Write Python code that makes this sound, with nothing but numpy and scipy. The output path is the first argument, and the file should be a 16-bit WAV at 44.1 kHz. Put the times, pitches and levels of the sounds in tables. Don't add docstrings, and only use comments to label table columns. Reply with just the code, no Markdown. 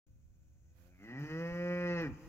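import sys
import numpy as np
from scipy import signal
from scipy.fft import rfft, irfft, next_fast_len
from scipy.io import wavfile
from scipy.ndimage import uniform_filter1d, map_coordinates

SR = 44100
rng = np.random.default_rng(int(sys.argv[2]) if len(sys.argv) > 2 else 0)


def dump_mix(stems):
    frames = np.atleast_2d(stems).T
    limited = np.clip(frames, -1, 1)
    pcm = np.round(limited * 32767).astype(np.int16)
    wavfile.write(sys.argv[1], SR, pcm)


def undo_db(level):
    steps = np.asarray(level, float) / 20
    return 10 ** steps


N = 100856
TIME_S = np.arange(N) / SR


def unit(x):
    return x / np.sqrt(np.mean(x ** 2) + 1e-20)


def along(points, hz):
    point_hz, value = np.transpose(points)
    return np.interp(np.log(hz + 1), np.log(point_hz + 1), value)


def curves(rows):
    s, *columns = np.transpose(rows)
    return [uniform_filter1d(np.interp(TIME_S, s, c), size=881, mode="nearest") for c in columns]


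def wobble(rate_hz):
    knots = rng.standard_normal(int(N * 400 / SR) + 4)
    return map_coordinates(knots, [np.arange(N) * min(rate_hz, 400) / SR])


def filtered(x, response):
    m = next_fast_len(N + SR)
    return irfft(rfft(x, m) * response(np.fft.rfftfreq(m, 1 / SR)), m)[..., :N]


def hiss(spectrum, channels=1):
    noise = rng.standard_normal((channels, N))
    return unit(filtered(noise, lambda hz: undo_db(along(spectrum, hz))))


# time_s, strength_db
GUSTS = [(0.07, -67.5), (0.1, -59.5), (0.71, -64.5), (1.24, -68.5), (1.26, -55), (1.46, -72.5), (1.53, -49),
         (1.58, -66), (2.06, -54.5), (2.11, -43.5), (2.21, -68.5), (2.28, -48)]
# freq_hz, level_db
THUMP_COLOUR = [(12, -33.5), (22, -9), (45, -14.5), (58, 0), (85, -8.5), (120, -10), (170, -19.5),
                (400, -41.5)]
# freq_hz, level_db
FAR_AIR = [(100, -8.5), (160, -8.5), (230, -31), (800, -38), (4500, -48.5), (8500, -51.5), (12000, -49),
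           (15700, -42)]


def wind():
    far_air_db = -69.5
    strength_db, = curves(GUSTS)
    shared, left, right = hiss(THUMP_COLOUR + [(1500, -120)], channels=3)
    lumps = undo_db(0.28 * np.array([wobble(5.8), wobble(62)]))
    pair = np.array([.6 * shared + left, .6 * shared + 1.2 * right])
    thumps = undo_db(strength_db) * unit(lumps * pair)
    return thumps + undo_db(far_air_db) * hiss(FAR_AIR, channels=2)


# time_s, level_db
RUBBING = [(.07, -91), (.71, -86.5), (.78, -69.5), (.87, -68.5), (.92, -78.5), (1.05, -72.5), (1.16, -80),
           (1.2, -68.5), (1.5, -68.5), (1.85, -69), (1.93, -70.5), (2.03, -69.5), (2.08, -72),
           (2.15, -75.5), (2.22, -69.5), (2.29, -67)]
# freq_hz, level_db
FABRIC = [(200, -120), (500, 1), (1600, 3.5), (3700, -5.5), (6500, -4.5), (8600, -13), (11500, -4.5),
          (15700, -2.5)]


def cloth():
    left_db = -16
    swell = undo_db(curves(RUBBING)[0])
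    slips = undo_db(0.41 * wobble(7.22) + 0.64 * wobble(81.0))
    return swell * slips * hiss(FABRIC, channels=2) * undo_db(np.array([[left_db], [0]]))


# start_s, peak_db
BUCKLE_TICKS = [
    (1.1964, -53.5),
    (1.4008, -66),
    (1.947, -62),
    (2.015, -49),
]
# freq_hz, level_db, t60_s
BUCKLE_MODES = [(9200, -20, .012), (10700, -21, .012), (12000, -10, 0.027), (13300, -9, .022),
                (15000, -19, .01)]


def buckle():
    rise_s, edge_hz, click_t60_s = .0012, 8800, .003
    out = np.zeros(N + SR)
    t = np.arange(SR // 10) / SR
    for start_s, peak_db in BUCKLE_TICKS:
        ring = 0
        for hz, level_db, t60_s in BUCKLE_MODES:
            decay = undo_db(level_db + rng.normal(0, 2) - 60 * t / t60_s)
            ring = ring + decay * np.sin(2 * np.pi * hz * t)
        click = 0.12 * undo_db(-60 * t / click_t60_s) * rng.standard_normal(len(t))
        rise = 1 - np.exp(-t / rise_s)
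        out[round(start_s * SR):][:len(t)] += undo_db(peak_db - 2.0) * rise * (ring + click)
    thin = filtered(out[:N], lambda hz: 1 / (1 + (edge_hz / (hz + 1)) ** 8))
    return thin * undo_db(np.array([[-5], [4]]))


# delay_s, level_db, side (+ is left)
SLAPS = [
    (0.034, -12.5, .1),
    (.09, -25, -0.084),
    (0.172, -35.5, 0.29),
    (0.289, -26, -.1),
    (0.419, -25, .2),
    (0.923, -13.5, 0.065),
]
# freq_hz, t60_s
LOT_DECAY = [(100, 0.93), (300, 0.67), (520, 0.58), (1200, 1), (1900, 0.35), (2300, 0.78), (8000, 0.069)]
# freq_hz, level_db
LOT_COLOUR = [(170, -0.5), (340, -0.5), (520, -4.5), (850, 3), (1200, -1), (1900, -9), (2250, -3),
              (6000, -14)]


def lot(x):
    wide_hz, tail_db = 620, -15

    def wide(hz):
        return np.array([[1], [-1]]) / (1 + (wide_hz / (hz + 1)) ** 4)

    def answers(hz):
        return sum(undo_db(db) * (1 + side * wide(hz)) * np.exp(-2j * np.pi * hz * s) for s, db, side in SLAPS)

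    coloured = filtered(x, lambda hz: undo_db(along(LOT_COLOUR, hz)))
    slaps = filtered(coloured, answers)
    hz, t, z = signal.stft(rng.standard_normal((2, SR)), SR, nperseg=256)
    z = z[:1] + wide(hz)[..., None] * z[1:]
    decay = undo_db(-60 * t / along(LOT_DECAY, hz)[:, None])
    tail = signal.istft(z * decay, SR, nperseg=256)[1]
    tail = tail / np.linalg.norm(tail[0])
    late = np.pad(coloured, (1500, 0))[None]
    return slaps + undo_db(tail_db) * signal.fftconvolve(late, tail, axes=1)[:, :N]


# freq_hz, left_minus_right_db
PORT_SHADING = [(60, 0), (200, .6), (380, -1.5), (700, -3), (1290, 1.5), (2380, .6), (4400, 3), (8000, 5)]


def ports(x):
    lead_s = 0.00012
    scatter, scatter_hz, scatter_t60_s = .6, 3300, .07
    side = np.array([[.5], [-.5]])
    t = np.arange(SR // 10) / SR
    bursts = rng.standard_normal((2, len(t))) * undo_db(-60 * t / scatter_t60_s)
    bursts = bursts / np.linalg.norm(bursts, axis=1, keepdims=True)

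    def response(hz):
        treble = 1 / (1 + (scatter_hz / (hz + 1)) ** 6)
        scramble = 1 + scatter * treble * (rfft(bursts, 2 * len(hz) - 1) - .5)
        shading = undo_db(side * along(PORT_SHADING, hz))
        return scramble * shading * np.exp(2j * np.pi * hz * lead_s * side)

    return filtered(x, response)


def throat(peaks, hz):
    steep = 1.606
    total = 0
    for k, (centre_hz, width_hz, db) in enumerate(peaks):
        damping = 1j * hz * width_hz
        resonance = damping / (centre_hz * centre_hz - hz * hz + damping)
        total = total + (-1) ** k * undo_db(db) * resonance ** steep
    return total


def gated_noise(gate, share, response):
    return unit(filtered((1 - share + share * gate) * rng.standard_normal(N), response))


# freq_hz, level_db
NOSE_BREATH = [(1000, -47), (2500, -20.5), (4500, -30.5), (5600, -12.5), (6800, -5), (7600, -12.5),
               (8300, -33), (9000, -120)]
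# freq_hz, level_db
MOUTH_BREATH = [(1800, -31), (2900, -5), (3500, -16.5), (4000, -20.5), (4700, -10.5), (5800, -12.5),
                (7600, -26), (8400, -43.5)]


def breath(mouth, gate):
    share = .4
    nose_air = gated_noise(gate, share, lambda hz: undo_db(along(NOSE_BREATH, hz)))
    mouth_air = gated_noise(gate, share, lambda hz: undo_db(along(MOUTH_BREATH, hz)))
    return nose_air * (1 - mouth) ** 2 + mouth_air * mouth


# centre_hz, width_hz, level_db
THROAT_SHUT = [(88.4, 35.4, 5), (314, 100, -14), (516, 67, -14), (1494, 82, -23), (2437, 390, -29),
               (2505, 110, -18.5), (4000, 290, -65.5), (5300, 600, -67), (165, 35, -8), (690, 61, -28.5),
               (2900, 220, -69), (5800, 200, -67)]
# centre_hz, width_hz, level_db
THROAT_HALF = [(140, 54, -2), (258, 130, -2.5), (808, 168, -16.5), (1390, 1250, -25), (1967, 108, -7.5),
               (2454, 180, -25), (4640, 370, -69), (5340, 820, -35), (210, 55, -53), (1560, 220, -55.5),
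               (3070, 67, -45.5), (5540, 200, -64)]
# centre_hz, width_hz, level_db
THROAT_OPEN = [(150, 166, 3), (544, 140, 2), (917, 106, -12.5), (1285, 850, -15.5), (1918, 156, -5.5),
               (2508, 143, -13), (4670, 680, -44), (5060, 200, -37.5), (200, 40, -55), (2322, 140, -12.5),
               (2990, 82, -30), (5600, 66, -44)]
# time_s, upper_resonance_shift_percent, middle_overtones_db, upper_overtones_db
OVERTONE_MOVES = [(.07, 0, -6.5, -5), (.9, 1.5, 10, -1), (.96, -1, -5, 8.5), (1.02, 4.5, -8, -4),
                  (1.08, 1, -3.5, 5.5), (1.14, -1.5, -1.5, 1), (1.21, -3, 0.5, 0.5), (1.3, -0.5, -3.5, 2.5),
                  (1.38, 0.5, -7.5, -4.5), (1.45, -1.5, 3.5, 2.5), (1.55, 0, 0, -1), (1.65, -2, -6, -1),
                  (1.73, 0, -4.5, 0), (1.86, -2.5, -6, 2), (1.93, 3, 0.5, -1), (2.0, -1, 1, 4.5),
                  (2.05, -5, -13.5, -1), (2.1, -8, 1, -5)]


def rasp(mouth, gate):
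    half_open = gated_noise(gate, 1, lambda hz: throat(THROAT_HALF, hz))
    wide_open = gated_noise(gate, 1, lambda hz: throat(THROAT_OPEN, hz))
    return half_open * (1 - mouth) + wide_open * mouth


def vocal_folds(pitch_hz, turns, mouth, rough, fundamental_db, lips_db):
    middle_hz, middle_wide_hz, upper_hz, top_hz = 870, 244, 1600, 6100
    strain_hz, strain_db, blur = 3900, 11, 1.7
    step = slice(0, N, 64)
    shift, middle_db, upper_db = (c[step] for c in curves(OVERTONE_MOVES))
    peaks = []
    for shapes in zip(THROAT_SHUT, THROAT_HALF, THROAT_OPEN):
        centre_hz, width_hz, db = (np.interp(mouth[step], [0, .5, 1], v) for v in zip(*shapes))
        centre_hz = centre_hz * (1 + shift / 100 * (centre_hz > middle_hz))
        peaks.append((centre_hz, width_hz, db))

    k = np.arange(1, 45)[:, None]
    overtone_hz = k * pitch_hz[step]

    def above(edge_hz):
        return 1 / (1 + (edge_hz / overtone_hz) ** 6)

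    push_db = np.interp(TIME_S[step], (1.84, 1.88, 1.99, 2.04), [0, strain_db, strain_db, 0])
    middle = np.exp(-((overtone_hz - middle_hz) / middle_wide_hz) ** 2)
    gain = throat(peaks, overtone_hz) * (1 - above(top_hz))
    gain = gain * undo_db(push_db * above(strain_hz) + lips_db[step] * above(420))
    gain = gain * undo_db(middle_db * middle + upper_db * above(upper_hz))
    drift = uniform_filter1d(rng.standard_normal((2, *gain.shape)), size=9, axis=2) * 3
    wander = 1 + blur * rough[step] * np.tanh(k / 6) * (drift[0] + 1j * drift[1])
    gain = -gain * wander * np.where(k == 1, undo_db(fundamental_db[step]), 1)
    gain = gain / np.sqrt(np.sum(abs(gain) ** 2, axis=0) / 2)

    now = np.arange(N)
    voice = np.zeros(N)
    for n, g in zip(k[:, 0], gain):
        voice += np.interp(now, now[step], g.real) * np.cos(n * turns)
        voice -= np.interp(now, now[step], g.imag) * np.sin(n * turns)
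    return voice


# time_s, pitch_hz, level_db
CALL_LINE = [(0.07, 74.65, -70.5), (0.15, 76.2, -71.5), (0.6, 80.35, -68), (0.84, 87.17, -64),
             (0.98, 91.4, -68.5), (1.01, 97.1, -59.5), (1.04, 104.5, -53.5), (1.18, 138, -42),
             (1.23, 148.8, -40.5), (1.26, 152.7, -47.5), (1.33, 158.3, -40), (1.41, 166.9, -37),
             (1.53, 172.9, -39.5), (1.66, 175.7, -37), (1.82, 176.6, -37.5), (1.94, 172.7, -35.5),
             (2.0, 168.2, -35), (2.035, 162.3, -36), (2.08, 134.9, -40), (2.13, 87.8, -54),
             (2.14, 79.6, -68), (2.15, 76, -57)]
# time_s, opening_0_to_1, breath_db, roughness_0_to_1, fundamental_db
MOUTH_MOVES = [(.07, 0, -88, 0, 1.5), (.7, 0.02, -83.5, 0.25, 4.5), (.9, 0.01, -84, 0.28, -9.5),
               (.98, 0.32, -78, 0.25, 2), (1.08, 0.58, -69.5, 0.28, -3.5), (1.16, 0.44, -69, 0.24, -2),
               (1.22, 0.65, -61, 0.25, 10), (1.27, 0.65, -62, 0.26, -14), (1.33, 0.76, -63.5, 0.05, -1),
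               (1.45, 0.93, -63, 0.06, 4.5), (1.62, 0.96, -65.5, 0.06, -0.5), (1.8, 0.98, -64.5, 0.08, -3),
               (1.88, 0.89, -67.5, 0.08, -5), (2.0, 0.87, -70, 0.11, 1), (2.05, 0.69, -60.5, 0.24, -7),
               (2.085, 0.48, -67, 0.18, 4), (2.105, 0.34, -71, 0.06, -10), (2.15, 0.44, -67, 0.13, 1)]


def cow():
    jitter, shimmer_db, flutter_db = .008, .9, 1.3
    rasp_db, hoarse, gate_sharp = -37, 1.1, 1
    lips_s, lips_take_s, lips_shut_db = 2.075, .03, -24
    pocket_hz, pocket_wide_hz, pocket_db = 3500, 320, -7
    pitch_hz, level_db = curves(CALL_LINE)
    mouth, breath_db, rough, fundamental_db = curves(MOUTH_MOVES)
    mouth = np.clip(mouth, 0, 1)
    lips_db = lips_shut_db * np.clip((TIME_S - lips_s) / lips_take_s, 0, 1)
    turns = 2 * np.pi * np.cumsum(pitch_hz * (1 + jitter * rough * wobble(70))) / SR
    gate = np.exp(gate_sharp * (np.cos(turns - 1) - 1))

    voice = vocal_folds(pitch_hz, turns, mouth, rough, fundamental_db, lips_db)
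    rasp_level = (undo_db(rasp_db) + hoarse * rough ** 2) * undo_db(lips_db)
    loudness = undo_db(level_db + shimmer_db * (.3 + 4 * rough) * wobble(45))
    body = loudness * (voice + rasp_level * rasp(mouth, gate))
    alive = np.clip((CALL_LINE[-1][0] - TIME_S) / 0.014, 0, 1)
    air = undo_db(breath_db + flutter_db * wobble(36)) * breath(mouth, gate)

    def pocket(hz):
        return undo_db(pocket_db * np.exp(-((hz - pocket_hz) / pocket_wide_hz) ** 2))

    return filtered(alive * body + air, pocket)


def scene():
    call = cow()
    return wind() + cloth() + buckle() + lot(call) + ports(call)


def roll_off(x):
    return signal.sosfilt(signal.butter(12, 15850, fs=SR, output="sos"), x)


def record(dry):
    start_s, fade_s, band_hz = 0.065, 0.0024, 15850
    opening = np.clip((TIME_S - start_s) / fade_s, 0, 1)
    kept = filtered(dry, lambda hz: hz < band_hz) * opening
    return roll_off(kept)


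dry = scene()
out = record(dry)
dump_mix(out)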